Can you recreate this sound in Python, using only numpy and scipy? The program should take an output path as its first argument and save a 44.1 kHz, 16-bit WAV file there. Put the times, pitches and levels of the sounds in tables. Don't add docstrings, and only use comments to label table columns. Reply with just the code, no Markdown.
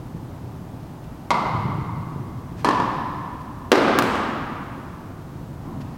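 import sys
import numpy as np
from scipy import signal
from scipy.fft import rfft, irfft
from scipy.io import wavfile
from scipy.ndimage import uniform_filter1d

SR = 44100
rng = np.random.default_rng(int(sys.argv[2]) if len(sys.argv) > 2 else 0)


def master(y):
    cut = np.clip(np.atleast_2d(y).T, -1, 1)
    pcm = np.round(cut * 32767)
    wavfile.write(sys.argv[1], SR, pcm.astype(np.int16))


N = 263277

# t/s, wash level/dB, direct sound/dB and nearby scatter/dB (both over the wash),
# contact time/s, swell time of the wash/s, near echo boost/dB, far echo boost/dB
BLOWS = [ (1.3055, -18, 23, 7.5, .003, 0.013, -2.5, -5), (2.646, -16, 24, 2.5, 0.0035, 0.0072, -7.5, 2),
         (3.7174, -10, 18, 5.5, 0.00091, 0.0058, -1, -2), (3.9880, -19.5, 30.5, 1, 0.00038, 0.063, -6, -2),
         ]
# f/Hz, relative level/dB
FIRST_POP = [(80, -31), (200, -7.5), (480, -12.5), (750, -6), (1250, -6.5), (1650, -21), (3000, -23.5),
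             (4300, -21.5), (7000, -32), (11000, -39), (16000, -52)]
SECOND_POP = [(80, -26), (170, -5.5), (300, 0.5), (480, -7.5), (750, -8), (1200, -7.5), (1500, -13.5),
              (2500, -17.5), (5200, -20), (7200, -27), (11000, -33.5), (16000, -42)]
DRIVE = [(80, -36), (170, -12.5), (260, 1), (390, -0.5), (560, -2.5), (850, -5.5), (1300, -9),
         (2200, -13.5), (3500, -17.5), (5200, -20), (7000, -28.5), (11000, -32.5), (16000, -38)]
CRACK = [(80, -30), (210, 1), (500, -11), (1150, 2), (1900, -6.5), (3000, -11.5), (5000, -15.5),
         (8500, -18), (13000, -21), (16000, -21)]
# f/Hz, width/Hz, boost/dB
FIRST_RING = [(965, 174, 7.5), (1134, 80, 5.5), (2097, 230, 14)]
SECOND_RING = [(1007, 330, 13.8), (1745, 130, 10.8)]
DRIVE_RING = [(385, 81, 2.9), (1226, 84, 3.9), (1596, 110, 4.5)]
CRACK_RING = [(1190, 160, 1.2), (14100, 200, 10)]
# side wall/s, roof/s, end wall/s, gap between rebounds/s
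ECHO_DELAYS = [(.0087, .0376, .161, .009), (.0112, .042, .1545, .0205), (.0122, .038, .164, .0235),
               (.007, .0345, .166, .016)]
# f/Hz, time to fade by 60 dB/s
HALL_FADE = [(150, 3.5), (400, 1.5), (1040, 2.5), (2760, 1.92), (4500, 1.56), (7300, 1.1), (11000, 0.62),
             (16000, 0.35)]
NEARBY_FADE = [(200, 0.17), (1000, 0.083), (4000, 0.093), (14000, 0.031)]
# t/s, relative level/dB
STEPS = [(.148, -40), (0.418, -53), (.58, -45.5), (1.549, -34), (1.653, -32), (1.784, -35), (2.16, -35),
         (2.969, -42.5), (4.974, -49.5), (5.412, -43.5), (5.696, -42.5)]
# t/s, level/dB, length/s
SCUFFS = [(1.047, -54, 0.0095), (2.603, -48.5, 0.031), (3.415, -55, 0.012), (5.816, -46.5, 0.01)]
# t/s, relative level/dB
BOOM_LEVELS = [(0.0, -38), (0.32, -38), (1.3, -42.5), (1.56, -31.5), (1.7, -30), (2.46, -42), (3.41, -40),
               (4.04, -35.5), (4.94, -45), (5.4, -36.5), (5.97, -36)]
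# f/Hz, relative level/dB
WASH_COLOUR = [(150, 0), (1000, -1.5), (3000, -4), (6000, -9), (15000, -9)]
THUD_COLOUR = [(40, -29.5), (85, -14), (135, -1), (220, -13.5), (400, -18), (1000, -62), (4000, -92)]
SCUFF_COLOUR = [(500, -17), (1500, 9.5), (3000, 3), (6000, -3), (11000, -14), (16000, -20)]
FAR_POP_COLOUR = [(100, -3.5), (260, 8.5), (500, -14), (750, -9.5), (1050, -6.5), (1500, -20), (3000, -38),
                  (10000, -58)]
RUMBLE_COLOUR = [(25, -18), (55, -6.5), (80, -8.5), (120, -6), (160, -7), (195, -12), (265, -7.5),
                 (360, -13), (430, -20), (650, -19.5), (1000, -21.5), (1400, -29), (2600, -41), (8000, -52)]
BOOM_COLOUR = [(50, -19), (90, 4.5), (125, 4), (170, 2), (260, -16.5), (500, -55), (2000, -85)]
HISS_COLOUR = [(200, -7), (3000, 7.5), (6000, 4), (10000, 0), (16000, 0.5)]
# level over the wash before the echo boost/dB, treble edge (duller above it)/Hz
FLOOR, SIDE_WALL = (24.5, 1800), (29.6, 2200)
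ROOF, END_WALL = (25.9, 4300), (24.5, 1270)
CUTOFF_HZ = 16050


def ball():
    contacts = [pulse(FIRST_POP, FIRST_RING), pulse(SECOND_POP, SECOND_RING),
                pulse(DRIVE, DRIVE_RING), pulse(CRACK, CRACK_RING)]
    out = np.zeros(N)
    for blow, delays, contact in zip(BLOWS, ECHO_DELAYS, contacts):
        s, db, direct_db, scatter_db, contact_s, swell_s, near_db, far_db = blow
        paths = hall(swell_s)
        add(paths, 0, from_db(direct_db) * arrival(CUTOFF_HZ, contact_s))
        add(paths, 0, from_db(scatter_db) * wash(NEARBY_FADE, size=8192))
        add(paths, 0, echoes(delays, near_db, far_db))
        add(out, s, from_db(db) * signal.fftconvolve(paths, contact))
    return out


def pulse(colour, rings=(), size=4096):
    hz = np.fft.rfftfreq(size, 1 / SR)
    ring_db = sum(boost / (1 + (2 * (hz - centre) / width) ** 2) for centre, width, boost in rings)
    cepstrum = irfft(np.log(from_db(at_hz(colour, hz) + ring_db)))
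    cepstrum[1:size // 2] *= 2
    cepstrum[size // 2 + 1:] = 0
    shape = irfft(np.exp(rfft(cepstrum)))
    return shape / np.linalg.norm(shape)


def arrival(edge_hz, spread_s=0.0029, split_hz=2500, size=1024):
    burst = rng.standard_normal(size) * np.exp(-np.arange(size) / SR / spread_s)
    push = signal.lfilter(*signal.butter(2, split_hz, fs=SR), signal.unit_impulse(size))
    scattered = signal.lfilter(*signal.butter(2, split_hz, "high", fs=SR), burst / np.linalg.norm(burst))
    dulling = np.exp(-2 * np.pi * edge_hz / SR)
    return signal.lfilter([1 - dulling], [1, -dulling], push + scattered)


def echoes(delays, near_db, far_db, floor_s=0.0035, size=16384):
    side_s, roof_s, end_s, gap_s = delays
    out = np.zeros(size)
    for delay_s, db, edge_hz in [(floor_s, *FLOOR), (side_s, *SIDE_WALL)]:
        add(out, delay_s, from_db(db + near_db) * arrival(edge_hz))
    for delay_s, db, edge_hz in flutter(roof_s, gap_s, ROOF) + flutter(end_s, gap_s, END_WALL):
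        add(out, delay_s, from_db(db + far_db) * arrival(edge_hz, spread_s=0.0048, split_hz=1410))
    return out


def flutter(delay_s, gap_s, surface, count=3, loss_db=3.5, edge_share=0.52):
    db, edge_hz = surface
    return [(delay_s + k * gap_s, db - k * loss_db, edge_hz * edge_share ** k) for k in range(count)]


def hall(swell_s):
    tail = wash(HALL_FADE, WASH_COLOUR)
    return tail * (1 - np.exp(-np.arange(len(tail)) / SR / swell_s))


def wash(fade_times, colour=((1, 0),), size=2 ** 17, bands=16):
    t, hz = np.arange(size) / SR, np.fft.rfftfreq(size, 1 / SR)
    spectrum = rfft(rng.standard_normal(size)) * from_db(at_hz(colour, hz))
    centres = np.geomspace(100, CUTOFF_HZ, bands)
    out = np.zeros(size)
    for centre, share in zip(centres, np.eye(bands)):
        band = irfft(spectrum * at_hz(np.c_[centres, share], hz))
        out += band * np.exp(-np.log(1000) * t / at_hz(fade_times, centre))
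    return out


def footfalls(direct_db=38.5, wash_db=2.0):
    paths = from_db(wash_db) * hall(swell_s=0.0054)
    paths[0] += from_db(direct_db)
    heels = np.zeros(N)
    for s, db in STEPS:
        add(heels, s, from_db(db) * pulse(THUD_COLOUR))
    return signal.fftconvolve(heels, paths)[:N]


def shoe_scuffs(wash_db=-34.0):
    t = np.arange(N) / SR
    pressure = sum(from_db(db) * np.exp(-((t - s) / length) ** 2) for s, db, length in SCUFFS)
    rub = pressure * noise(SCUFF_COLOUR)
    return rub + from_db(wash_db) * signal.fftconvolve(rub, hall(swell_s=0.013))[:N]


def far_court(start_s=5.645, wash_db=-32):
    out = np.zeros(N)
    add(out, start_s, from_db(wash_db) * signal.fftconvolve(hall(swell_s=0.006), pulse(FAR_POP_COLOUR)))
    return out


def hall_noise(rumble_db=-37.5, boom_trim_db=-0.5):
    boom_db = np.interp(np.arange(N) / SR, *np.transpose(BOOM_LEVELS)) + boom_trim_db
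    return from_db(rumble_db) * noise(RUMBLE_COLOUR) + from_db(boom_db) * noise(BOOM_COLOUR)


def noise(colour):
    gains = from_db(at_hz(colour, np.fft.rfftfreq(N, 1 / SR)))
    sound = irfft(rfft(rng.standard_normal(N)) * gains, N)
    return sound / np.sqrt(np.mean(sound ** 2) + 1e-20)


def from_db(db):
    return 10 ** (np.asarray(db) / 20)


def at_hz(table, hz):
    known_hz, values = np.transpose(table)
    return np.interp(np.log(np.maximum(hz, 1)), np.log(known_hz), values)


def add(track, s, sound):
    start = max(round(s * SR), 0)
    part = sound[:max(len(track) - start, 0)]
    track[start:start + len(part)] += part


def scene():
    return (ball() + far_court() + footfalls() + shoe_scuffs() + hall_noise())[None]


def gain_control(x, threshold_db=-10.5, release_db_per_s=22.5, window=660):
    level_db = 10 * np.log10(np.maximum(uniform_filter1d(x ** 2, window), 0) + 1e-12)
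    excess_db = np.maximum(level_db - threshold_db, 0)
    recovery_db = release_db_per_s * np.arange(N) / SR
    cut_db = np.maximum.accumulate(excess_db + recovery_db) - recovery_db
    return x * from_db(-uniform_filter1d(cut_db, window // 4))


def record(dry, hiss_db=-60.0):
    held = gain_control(dry[0]) + from_db(hiss_db) * noise(HISS_COLOUR)
    treble_cut = signal.ellip(12, .1, 90, CUTOFF_HZ, fs=SR, output="sos")
    return signal.sosfilt(treble_cut, np.clip(held, -1, 1))[None]


dry = scene()
out = record(dry)
master(out)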